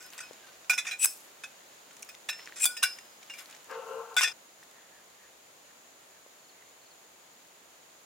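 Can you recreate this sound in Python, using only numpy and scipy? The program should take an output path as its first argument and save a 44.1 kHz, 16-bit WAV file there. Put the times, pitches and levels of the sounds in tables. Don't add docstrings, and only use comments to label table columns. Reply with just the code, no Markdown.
import sys
import numpy as np
from scipy import signal
from scipy.fft import rfft, irfft, next_fast_len
from scipy.io import wavfile

SR = 44100
rng = np.random.default_rng(int(sys.argv[2]) if len(sys.argv) > 2 else 0)


def natural_amplitude(level_db):
    exponent = np.asarray(level_db, float) / 20
    return 10 ** exponent


def output_pcm(signal):
    pcm = np.clip(np.atleast_2d(signal).T, -1, 1) * 32767
    wavfile.write(sys.argv[1], SR, np.round(pcm).astype(np.int16))


N = 354996


def rms_one(x):
    return x / np.sqrt(np.mean(x ** 2) + 1e-20)


def at_hz(points, hz):
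    points_hz, values = np.transpose(points)
    return np.interp(np.log(hz), np.log(points_hz), values)


def drift(rate):
    r = np.exp(-80 * np.pi * rate / SR)
    slow = signal.lfilter([1], [1, -2 * r, r * r], rng.standard_normal(N // 40 + 2002))[2000:]
    return np.interp(np.arange(N) / 40, np.arange(len(slow)), rms_one(slow))


def resonate(x, peaks):
    out = 0
    for k, (hz, width, db) in enumerate(peaks):
        r = np.exp(-np.pi * width / SR)
        a = [1, -2 * r * np.cos(2 * np.pi * hz / SR), r * r]
        b = [(1 - r * r) / 2, 0, (r * r - 1) / 2]
        out = out + (-1) ** k * natural_amplitude(db) * signal.lfilter(b, a, x)
    return out


def coloured(x, db_at):
    hz = np.maximum(np.arange(x.shape[-1] // 2 + 1) * SR / x.shape[-1], 20)
    return irfft(rfft(x) * natural_amplitude(db_at(hz)), x.shape[-1])


def filtered(x, order, hz, kind):
    return signal.sosfilt(signal.butter(order, hz, kind, fs=SR, output="sos"), x)


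def pair(alike, size):
    mid, side = rng.standard_normal((2, size))
    return np.sqrt((1 + alike) / 2) * mid + np.sqrt((1 - alike) / 2) * side * [[1], [-1]]


def add(out, sound, s, pan_db):
    i = round(s * SR)
    placed = sound * natural_amplitude([[pan_db / 2], [-pan_db / 2]])
    out[:, i:i + sound.shape[-1]] += placed[:, :N - i]


def damped(t, t60, after_s, held_t60=0.029):
    return natural_amplitude(-60 * t / t60 - 60 * np.maximum(t - after_s, 0) / held_t60)


# (time [s], left over right [dB])
PLACE = [(0, 1.5), (.7, -2.5), (.95, -2), (1.1, 0), (2.3, 0.5), (2.8, 1), (3.4, 1.5), (4.2, 3.5)]


def carried(s):
    return np.interp(s, *np.transpose(PLACE))


# (frequency [Hz], level [dB], free t60 [s])
LONG_TUBE = [(756, -23.5, 0.13), (1483.4, -6, 0.21), (2436, -4, 0.13), (3476, -3.5, 0.12),
             (4715, -9.5, 0.19), (6200, -13.5, 0.14), (7510, -6.5, 0.11), (9460, -6, 0.04),
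             (10780, -11.5, 0.14)]
MIDDLE_TUBE = [(1670, -22, 0.36), (2530, -1.5, 0.069), (3960, -13.5, 0.12), (5120, -12.5, 0.45),
               (7200, -24, 0.22)]
SHORT_TUBE = [(1822, -9, 0.25), (2759, -8, 0.24), (2834, -19.5, 0.16), (5293, -8.5, 0.5), (8320, -15, 0.14)]
LOWEST_ORDERS = [2, 3, 4]
# (until time [s], contact point [share of length], middle tube level [dB],
# short tube level [dB], brightness [dB per octave])
GRIPS = [(.6, 0.228, -1, -5, 1.8), (.77, 0.393, 1, -12, -3.5), (.845, 0.37, 5.5, -17, -1),
         (.9, 0.388, -1, -1, -5), (1.0, 0.35, 1, -1, -5.5), (1.3, 0.038, 5, 7, 10), (1.8, 0.2, 5, -16, -1),
         (2.2, 0.214, 3, -1, 5), (2.5, 0.327, 4.5, 3, 0), (2.635, 0.22, -4, -8, 11),
         (2.75, 0.057, -15, -23, -1), (2.8, 0.079, 14, 8.6, -3), (3.1, 0.276, 6.5, 6, -1.5),
         (3.32, 0.477, 13, 10, 2), (3.6, 0.065, 5, -1.5, -5.5), (4.2, 0.464, -6, -14, -3.3),
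         (4.24, 0.015, -2, 6.5, 1.9), (9.0, 0.13, -1, -5.5, 2.5)]


def struck_modes(s):
    _, place, middle_db, short_db, tilt_db = next(grip for grip in GRIPS if s < grip[0])
    tubes = (LONG_TUBE, MIDDLE_TUBE, SHORT_TUBE)
    modes = []
    for tube, lowest, tube_db in zip(tubes, LOWEST_ORDERS, (0, middle_db, short_db)):
        for order, (hz, db, t60) in enumerate(tube, lowest):
            shape = np.abs(np.cos(np.pi * ((order + 0.5) * place + 1 / 4))) + 0.053
            level_db = db + tube_db + tilt_db * np.log2(hz / 3000) + 20 * np.log10(shape)
            modes.append((hz, level_db, t60))
    return np.transpose(sorted(modes))[:, :, None]


# (frequency [Hz], density [dB per Hz])
CRACK_SPECTRUM = [(500, -52), (1050, -34), (1500, -6.5), (2450, -2.5), (3100, -14), (3600, -4.5),
                  (4400, -18), (5400, -2.5), (9000, -11.5), (13500, -27), (16000, -32)]
# (frequency [Hz], width [Hz], level [dB])
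WALL_MODES = [(11100, 100, -31), (12530, 120, -31), (14560, 170, -33), (15300, 300, -32)]


def strike(s, peak_db, tilt_db, chatter_ms, free_ms, haze_db, rise_ms, held_t60=0.029):
    t = np.arange(6144) / SR
    early = t[:2048]
    hz, db, t60 = struck_modes(s)
    level_luck, turn_luck, pitch_luck, beat_luck = rng.standard_normal((4, len(hz), 1))
    chance, force = rng.random((2, 2048))

    ms = early * 1000
    weight = np.minimum(0.67 + ms / rise_ms, 1) * np.sqrt(np.clip(1 - ms / chatter_ms, 0, 1))
    contacts = (chance < 0.05) * (2 * force - 1) * weight
    contacts[0] = min(weight[0] + 1 / rise_ms, 1)

    hz = hz * (1 + 0.0045 * pitch_luck)
    caught = np.abs(np.exp(2j * np.pi * hz * early) @ contacts)[:, None] / np.linalg.norm(contacts)
    level = natural_amplitude(db + 0.5 * level_luck) / np.clip(caught, 0.4, 2)
    level = level * damped(t, np.clip(t60, 0.02, 0.4), free_ms / 1000, held_t60)
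    level = level * (1 + 0.77 * np.cos(2 * np.pi * 0.00944 * hz * beat_luck * t))
    turn = 0.48 * hz / 3000 * turn_luck
    ring = (np.exp(1j * turn * [1, -1]).T @ (level * np.exp(2j * np.pi * hz * t))).imag
    ring = ring / np.std(ring[:, :300])

    white = pair(0.74, len(t))
    haze = coloured(white, lambda f: at_hz(CRACK_SPECTRUM, f) + tilt_db * np.log2(f / 3000))
    haze = rms_one(haze + natural_amplitude(18 + 2 * tilt_db) * resonate(white, WALL_MODES))
    snap = natural_amplitude(5 - 60 * t / 0.0042)
    haze = haze * (damped(t, 0.084, free_ms / 1000, held_t60) + snap)

    sound = signal.fftconvolve(ring + natural_amplitude(haze_db) * haze, contacts[None])
    return natural_amplitude(peak_db) * sound / np.max(np.abs(sound))


# (time [s], peak [dB], brightness [dB per octave], time until a hand damps [ms])
KNOCKS = [(0.179, -30, 5, 24), (0.2042, -27.5, 1, 69), (0.6969, -14, 9, 29), (0.706, -17, 0, 27),
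          (0.7335, -20, 1, 46), (1.0566, -22, 10, 47), (2.289, -19, -0.5, 28), (2.328, -31.5, -6, 110),
          (2.6606, -18.5, 10, 66), (2.7675, -24.5, 7, 82), (2.8287, -10.5, 15, 44),
          (2.8355, -14.5, -0.5, 95), (3.298, -34, -1, 38), (3.3363, -36.5, -1, 43), (4.1655, -11, -4, 35),
          (4.231, -10.5, 2, 33), (4.2448, -18, -4, 86), (4.2756, -20.5, 0, 59)]


def knocks():
    out = np.zeros((2, N))
    for s, db, tilt_db, free_ms in KNOCKS:
        blow = strike(s, db, tilt_db, chatter_ms=10.5, free_ms=free_ms, haze_db=-4.5, rise_ms=1.5)
        add(out, blow, s, carried(s))
    return out


# (time [s], peak [dB], brightness [dB per octave])
TAPS = [(0.0894, -42, 5), (0.1032, -39, 4), (0.125, -38, 0), (0.1904, -28, -3), (0.3321, -39, 0),
        (0.645, -39, -4), (0.6963, -20.5, -2), (1.046, -3.5, 24), (1.0564, -7, 24), (1.909, -39, -8),
        (1.967, -39, 1), (2.028, -27, 3), (2.145, -41, -5), (2.642, -19.5, 2), (2.6543, -6, 18.5),
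        (2.9867, -32.5, 0), (3.229, -38.5, -4), (3.4994, -39, 6), (3.51, -36.5, 5), (3.5488, -38, -1),
        (3.565, -39.5, -1), (4.2096, -13.5, -5)]


def taps():
    out = np.zeros((2, N))
    for s, db, tilt_db in TAPS:
        blow = strike(s, db, tilt_db, chatter_ms=1.3, free_ms=3.7, haze_db=5.0, rise_ms=0.3,
                      held_t60=0.023)
        add(out, blow, s, carried(s))
    return out


# (time [s], peak [dB], chatter [ms])
RATTLES = [(0.0044, -38, 54), (0.7777, -17.5, 27.6), (0.8495, -30, 16), (0.8669, -22.5, 38),
           (0.9099, -22.5, 31), (1.4366, -28, 9), (2.089, -32.5, 12), (2.559, -30.5, 50), (2.604, -28, 12),
           (2.825, -24, 6.5), (3.3817, -35.5, 21), (4.1791, -12.5, 23), (4.2141, -14, 28)]


def rattles():
    out = np.zeros((2, N))
    for s, db, chatter_ms in RATTLES:
        blow = strike(s, db, -1.4, chatter_ms, free_ms=28, haze_db=-2.5, rise_ms=6.0)
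        add(out, blow, s, carried(s))
    return out


# (time [s], frequency [Hz], level [dB], t60 [s], time until damped [ms])
FREE_RINGS = [(0.044, 5100, -51.5, 0.44, 40), (0.23, 2525, -47.5, 0.29, 59), (0.25, 5150, -55, .4, 70),
              (0.435, 1590, -55, .55, 25), (0.48, 1525, -57.5, .32, 24), (0.698, 2422, -16.5, 0.076, 40),
              (0.699, 2530, -24, .1, 40), (0.78, 2500, -24.5, 0.091, 16), (0.782, 3985, -40, 0.15, 40),
              (0.912, 3990, -35.5, 0.18, 48), (0.7, 4010, -36, 0.15, 30), (2.292, 3880, -32, 0.069, 40),
              (2.302, 5316, -41, 0.55, 160), (2.605, 2450, -41, .5, 45), (2.658, 1465, -37, 0.45, 112),
              (2.656, 4715, -28, 0.09, 40), (2.656, 3460, -27, 0.11, 50), (2.708, 5085, -46.5, .79, 86),
              (2.831, 1543, -22.5, 0.1, 60), (2.834, 2765, -47, .6, 200), (2.835, 5062, -40, 0.8, 120),
              (2.836, 5340, -45, 0.6, 160), (2.96, 5068, -61, 3.0, 215), (2.836, 4700, -42, .3, 60),
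              (.698, 1469, -30, .2, 40), (.784, 3500, -35, .2, 60), (1.066, 5230, -36, .2, 60),
              (1.436, 2550, -35, .15, 21), (4.166, 3478, -27.5, .4, 20), (4.16734, 1461, -24, .2, 16),
              (4.168, 7620, -36, .5, 30), (4.242, 3478, -31, .3, 46), (4.232, 5570, -29, .1, 30),
              (4.27, 5125, -37, .25, 45), (3.299, 2800, -37.5, 0.15, 33)]


def free_rings():
    out, t = np.zeros((2, N)), np.arange(18000) / SR
    for s, hz, db, t60, free_ms in FREE_RINGS:
        phase = 2 * np.pi * hz * t
        beat = 1 + 0.25 * np.sin(0.0048 * phase) + 0.2 * np.sin(0.017 * phase)
        shape = damped(t, t60, free_ms / 1000, held_t60=0.062) * np.minimum(t / 0.0015, 1)
        add(out, natural_amplitude(db) * beat * np.sin(phase) * shape, s, carried(s))
    return out


# (time [s], frequency [Hz], level [dB], t60 [s])
WOKEN = [(.205, 7750, -42, 0.14), (.205, 1460, -46, 0.3), (.698, 1475, -31, 0.21), (.698, 3506, -34, 0.17),
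         (.742, 5370, -36, 0.1), (.698, 10850, -39, .085), (.7, 6240, -40, .3), (.782, 3520, -29, .12),
         (.785, 7950, -36, 0.082), (.78, 5669, -39, .1), (.779, 10900, -40, .08), (.868, 2460, -32, .1),
         (.875, 6078, -38, .095), (.868, 3480, -37, .07), (.915, 2432, -31.5, 0.21),
         (1.047, 10850, -30, .12), (1.056, 8250, -20, .04), (1.047, 1574, -32, 0.055),
         (1.047, 14480, -40, .12), (1.058, 11150, -43, .4), (1.058, 7644, -37, .18), (1.062, 6130, -44, .2),
         (1.437, 1580, -39, 0.066), (1.437, 3550, -44, 0.08), (2.09, 2520, -47, .07),
         (2.09, 15100, -46, .04), (2.29, 1744, -30.5, 0.064), (2.289, 2697, -31, 0.15),
         (2.288, 15070, -43, .045), (2.329, 1790, -43.5, .2), (2.661, 9135, -23, .073),
         (2.661, 11000, -21, 0.05), (2.661, 12610, -28, .08), (2.661, 8220, -33, .12),
         (2.661, 2390, -40.5, .3), (2.832, 9582, -18, 0.061), (2.83, 3970, -18.5, .05),
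         (2.836, 14360, -35, .085), (2.84, 2360, -28, .18), (3.336, 2364, -41.5, 0.14),
         (4.187, 1660, -30, .1), (4.166, 2360, -30, 0.13), (4.17, 9179, -42, .25), (4.17, 7560, -41, .25),
         (4.167, 14780, -37, .2), (4.243, 2520, -27, 0.15), (4.242, 1790, -34, .2), (4.245, 6150, -40, 0.2),
         (4.232, 14720, -35, .1)]


def woken_modes():
    out, t = np.zeros((2, N)), np.arange(6000) / SR
    knots = np.arange(100) * 0.004
    for s, hz, db, t60 in WOKEN:
        turn_luck, phase_luck, level_luck = rng.standard_normal((3, 100))
        turn = 0.39 * hz / 3000 * turn_luck[0] * np.array([[1], [-1]])
        phase = 2 * np.pi * hz * t + 0.6 * np.interp(t, knots, phase_luck) + turn
        shape = natural_amplitude(db + 4.0 * np.interp(t, knots, level_luck)) * damped(t, t60, after_s=0.045)
        add(out, shape * np.minimum(t / 0.0019, 1) * np.sin(phase), s, carried(s))
    return out


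# (start time [s], full speed time [s], pops free time [s],
# level [dB], pitch of its sleeve [ratio])
SLIDES = [
    (0.983, 1.034, 1.048, -21, 1.02),
    (2.543, 2.557, 2.4, -46.5, 0.86),
    (2.598, 2.645, 2.6465, -18, .992),
]
# (frequency [Hz], width [Hz], level [dB])
SLEEVE = [(2510, 75, -1.5), (5930, 250, -10.5), (7540, 25, -6), (7650, 66, 9), (8880, 230, -5),
          (9120, 77, 3.5), (10160, 330, -10), (14900, 500, -20)]


def slides():
    out, t = np.zeros((2, N)), np.arange(6000) / SR
    for s, full, free, db, pitch in SLIDES:
        grit = pair(0.85, len(t)) * natural_amplitude(1.9 * np.minimum(rng.exponential(1, len(t)), 4))
        scrape = coloured(grit, lambda f: 12 * np.log2(np.minimum(f / 2500, 1)))
        tone = resonate(grit, np.array(SLEEVE) * [pitch, 1, 1]) + natural_amplitude(-23.0) * scrape
        rise_db = -442 * np.maximum(full - s - t, 0)
        stop_db = -2500 * np.maximum(t + s - free, 0)
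        shape = natural_amplitude(db + rise_db + stop_db) * np.clip(t / 0.013, 0, 1)
        add(out, rms_one(tone) * shape, s, 3.5)
    return out


# (time [s], level [dB])
SWING_SPEED = [(3.67, -63), (3.696, -51.5), (3.786, -41), (3.866, -53.5), (3.902, -41), (3.998, -41),
               (4.054, -54.5), (4.114, -48.5), (4.16, -56), (4.2, -64.5)]
# (frequency [Hz], width [Hz], level [dB])
AIR_COLUMN = [(460.7, 23.4, 1), (404, 50, -10)]
OVERTONES = [(684, 180, -4), (905, 46, 2.5), (1024, 69, 0.5), (1223, 160, -2), (1345, 45, 3.5),
             (1530, 200, -5)]
EDGE = [(2400, 350, -3), (2800, 210, 2.5), (3150, 260, -3.5)]
BITE = [(1050, 260, 1.5), (1500, 200, 3), (1970, 260, -2)]


def blown(peaks):
    wind = resonate(resonate(pair(0.88, SR), peaks), peaks) * natural_amplitude(1.36 * drift(36)[:SR])
    return rms_one(filtered(wind, 3, [330, 3400], "band"))


def swing():
    out, since = np.zeros((2, N)), np.arange(SR) / SR
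    start = SWING_SPEED[0][0]
    hoot_db = np.interp(since + start, *np.transpose(SWING_SPEED))
    hoot = natural_amplitude(hoot_db) * blown(AIR_COLUMN)
    short_hoot = natural_amplitude(hoot_db - 0.5 - 22 * since) * blown([(524, 32, 0)])
    overtones = natural_amplitude(-46 + 0.41 * (hoot_db + 45.5)) * blown(OVERTONES)
    edge = natural_amplitude(-55.5 + 0.33 * (hoot_db + 47) - 27 * since) * blown(EDGE)
    read = SR / 10 + np.cumsum(1 + 0.2 * np.exp(-np.maximum(since - 0.02, 0) / 0.031))
    rush = np.array([np.interp(read, np.arange(SR), side) for side in blown(BITE)])
    peak_s = 0.037
    slope = 110 * np.where(since < peak_s, 6, 1)
    rush = natural_amplitude(-44 - slope * np.abs(since - peak_s)) * rush
    fade_in = np.clip(since / 0.039, 0, 1)
    add(out, fade_in * (hoot + short_hoot + overtones + edge + rush), start, 5.0)
    return out


# (time [s], hold [s], level [dB], brightness [dB per octave])
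RUSTLE = [(0.0, 0.035, -65, 4), (0.044, 0.5, -59.5, -20), (0.1, 0.037, -59, 0.5), (1.06, .01, -61, 9),
          (1.2, 0.85, -65, -11), (2.358, 0.14, -56.5, -14), (2.945, .01, -53.5, -1.5),
          (3.2, 0.15, -63, -13), (3.344, 0.037, -50.5, -0.5), (3.486, 0.064, -57.5, -16),
          (3.688, .06, -56.5, -14), (4.717, 0.65, -68.5, -3), (6.55, .1, -70, -3)]


def rustle():
    grains = pair(0.71, N) * natural_amplitude(3.1 * np.minimum(rng.exponential(1, N), 4) + 2.2 * drift(39))
    dull = rms_one(filtered(grains, 2, [900, 4500], "band"))
    bright = rms_one(filtered(grains, 2, [4500, 14000], "band"))
    dull_gain, bright_gain, t = 0, 0, np.arange(N) / SR
    for s, hold, db, tilt_db in RUSTLE:
        shape = np.clip((t - s) / 0.023, 0, 1) * natural_amplitude(db - 60 * np.maximum(t - s - hold, 0) / 0.57)
        dull_gain = dull_gain + shape
        bright_gain = bright_gain + natural_amplitude(2 * tilt_db) * shape
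    return dull_gain * dull + bright_gain * bright


# (time [s], peak [dB], frequency [Hz])
CLICKS = [(.027, -38.5, 5000), (.064, -43, 13000), (.134, -37, 3000), (1.931, -48, 8500),
          (1.994, -46, 8500), (2.024, -33, 9000), (2.048, -44, 10000), (2.15, -39, 3500),
          (2.312, -38, 12500), (2.387, -46, 12000), (2.418, -42, 2000), (2.458, -40, 5000),
          (2.466, -42, 2000), (2.6603, -13, 10000), (1.0468, -16, 9000), (1.0575, -18, 9000),
          (.7085, -21, 6000), (2.599, -31, 7500), (2.936, -42, 2500), (3.343, -47, 11000),
          (3.385, -40, 14000), (3.391, -38, 13000), (3.395, -39, 5000), (3.405, -42, 8000),
          (3.458, -40, 4000), (3.527, -40.5, 3000), (3.644, -46, 9000), (2.6562, -13, 8000),
          (2.65, -25, 7500), (2.644, -20, 7600), (2.602, -31, 7000), (4.2345, -19, 6000),
          (4.166, -24, 12000), (4.21, -24, 12000), (2.2872, -33, 5000), (2.29, -30, 7000),
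          (2.2955, -27, 4500), (2.299, -29, 6500), (2.304, -31, 6000), (.6963, -24, 5000),
          (1.029, -25, 7700)]


def clicks():
    out, t = np.zeros((2, N)), np.arange(1024) / SR
    for s, peak_db, hz in CLICKS:
        burst = rms_one(resonate(pair(0.7, len(t)), [(hz, 0.6 * hz, 0)]))
        add(out, natural_amplitude(peak_db - 1 - 60 * t / 0.0093) * burst, s, 0.5)
    return out


# (time [s], peak [dB], frequency [Hz], ring [ms], left over right [dB])
TICKS = [(0.3099, -31, 520, 8.4, 9), (2.395, -33, 1900, 9, 0.5), (2.391, -39, 2010, 14, -0.5),
         (2.474, -28.5, 1940, 7.6, 0.5), (2.48, -38, 1746, 14, -2), (2.495, -40, 1533, 13, -0.5),
         (2.523, -34.5, 1880, 9.3, -0.5), (2.529, -41, 2000, 10, 0), (3.703, -39, 509, 13, 4),
         (3.717, -40, 530, 14, 4), (4.166, -32, 850, 40, 1), (4.21, -24, 1080, 30, 1),
         (4.232, -31, 1050, 30, 1), (4.629, -43, 1882, 11, -1.0), (5.699, -54, 550, 12.0, -1.0),
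         (6.263, -44, 540, 16, -0.5), (6.623, -44, 1970, 9.5, -7)]


def ticks():
    out, t = np.zeros((2, N)), np.arange(4410) / SR
    for s, peak_db, hz, ring_ms, pan_db in TICKS:
        noise = resonate(rng.standard_normal(len(t)), [(hz, 0.33 * hz, 0)])
        puff = np.sin(2 * np.pi * hz * t) + 2.4 * noise
        shape = natural_amplitude(peak_db - 60000 * t / ring_ms) * np.minimum(t / 0.00044, 1)
        add(out, shape * puff, s, pan_db)
    return out


# (time [s], peak [dB])
CRACKLES = [
    (4.143, -41),
    (3.712, -38),
    (4.634, -40.5),
    (4.712, -42.5),
    (5.1, -48),
]


def crackles():
    out, t = np.zeros((2, N)), np.arange(4410) / SR
    for s, peak_db in CRACKLES:
        burst = resonate(rng.standard_normal(len(t)), [(4800, 3800, 0.5)])
        add(out, natural_amplitude(peak_db - 60 * t / 0.022) * burst, s, 0)
    return out


# (middle time [s], length [s], level [dB], frequency [Hz])
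SWISHES = [
    (4.8, 0.18, -63, 1840),
    (4.96, .16, -62.5, 1750),
    (5.24, 0.13, -62.5, 1780),
    (5.7, .05, -63, 1750),
    (6.15, 0.11, -66, 1710),
    (6.6, .2, -67, 2100),
]


def swishes():
    out = np.zeros((2, N))
    for s, length, db, hz in SWISHES:
        share = np.linspace(0, 1, int(length * SR))
        grass = rms_one(resonate(pair(0.8, 12000), [(hz, 190, 0)]))[:, :len(share)]
        add(out, natural_amplitude(db) * np.sin(np.pi * share) * grass, s - length / 2, 0)
    return out


# (time of the last note [s], level [dB])
PHRASES = [
    (6.497, -58),
    (6.917, -57),
]


def birds():
    out, t = np.zeros((2, N)), np.arange(4410) / SR
    length = 0.026
    share = np.clip(t / length, 0, 1)
    hz = 4680 + (4000 - 4680) * share
    note = np.sin(np.pi * share) * np.sin(2 * np.pi * np.cumsum(hz) / SR)
    for s, db in PHRASES:
        for k in range(3):
            add(out, natural_amplitude(db - 3 * k) * note, s - 0.048 * k - length / 2, 0)
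    return out


# (frequency [Hz], density [dB per Hz])
RAIN = [(59, -52), (100, -15), (129, -10.5), (166, -8.5), (595, 0.5), (1310, -3.5), (4200, -8), (5650, -11),
        (6840, -4), (7940, -12.5), (14100, -15), (16000, -40.5)]
# (time [s], level [dB])
RAIN_LEVEL = [(0.0, -52.5), (3.76, -52.5), (3.9, -51), (4.5, -54.5), (8.05, -54.5)]
# (frequency [Hz], likeness [0-1])
LIKENESS = [(60, 0.985), (110, 0.91), (200, 1), (380, 0.53), (700, 0.17), (1300, 0.03), (4400, 0.09),
            (15000, 0.079)]


def rain():
    def alike(f):
        return np.clip(at_hz(LIKENESS, f), 0, 0.99)

    mid, side = rng.standard_normal((2, next_fast_len(N)))
    mid = coloured(mid, lambda f: at_hz(RAIN[:-1], f) + 10 * np.log10(1 + alike(f)))[:N]
    side = coloured(side, lambda f: at_hz(RAIN[:-1], f) + 10 * np.log10(1 - alike(f)))[:N]
    level_db = np.interp(np.arange(N) / SR, *np.transpose(RAIN_LEVEL))
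    return natural_amplitude(level_db - 1.0 + 0.25 * drift(11)) * rms_one(mid + side * [[1], [-1]])


def insects():
    band = [(6860, 240, 0)]
    wings = rms_one(resonate(resonate(pair(0.033, N), band), band))
    return natural_amplitude(-67.5 + 0.52 * drift(1.3) + 1.0 * drift(60)) * wings


def far_traffic():
    return natural_amplitude(-87.5 + 1.8 * drift(1.5)) * rms_one(resonate(pair(0.98, N), [(62, 7.2, 0)]))


def echoes(x):
    t = np.arange(11025) / SR
    tail = pair(0.79, len(t)) * natural_amplitude(-60 * t / 0.28) * (t > 0.006)
    tail = tail / np.sqrt(np.sum(tail ** 2, axis=1, keepdims=True))
    return natural_amplitude(-14) * signal.fftconvolve(x, tail, axes=1)[:, :N]


def narrowed(x):
    mid = (x[0] + x[1]) / 2
    side = filtered(x[0] - x[1], 1, 1700, "high") / 2
    return mid + natural_amplitude(0.5) * side * [[1], [-1]]


def late(x):
    k = np.arange(-24, 25)
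    return np.array([x[0], np.convolve(x[1], np.sinc(k - 0.47) * np.hanning(len(k)), "same")])


def scene():
    metal = narrowed(knocks() + taps() + rattles() + free_rings() + woken_modes() + slides())
    poles = filtered(metal, 4, 760, "high") + swing()
    poles = signal.lfilter(*signal.iirnotch(4360, 14, fs=SR), poles)
    poles_on = np.clip((4.328 - np.arange(N) / SR) / 0.0017, 0, 1)
    handling = rustle() + clicks() + ticks() + crackles() + swishes() + birds()
    near = filtered((poles + echoes(poles)) * poles_on + handling, 2, 250, "high")
    return near + rain() + insects() + far_traffic()


def band_limit(x):
    return signal.sosfilt(signal.butter(12, 16150, fs=SR, output="sos"), x)


def record(dry):
    top_cut = signal.ellip(8, 0.5, 60, 16000, fs=SR, output="sos")
    heard = signal.sosfilt(top_cut, late(dry))
    mix = 0.73 * np.tanh(heard / 0.77)
    return band_limit(mix)


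dry = scene()
out = record(dry)
output_pcm(out)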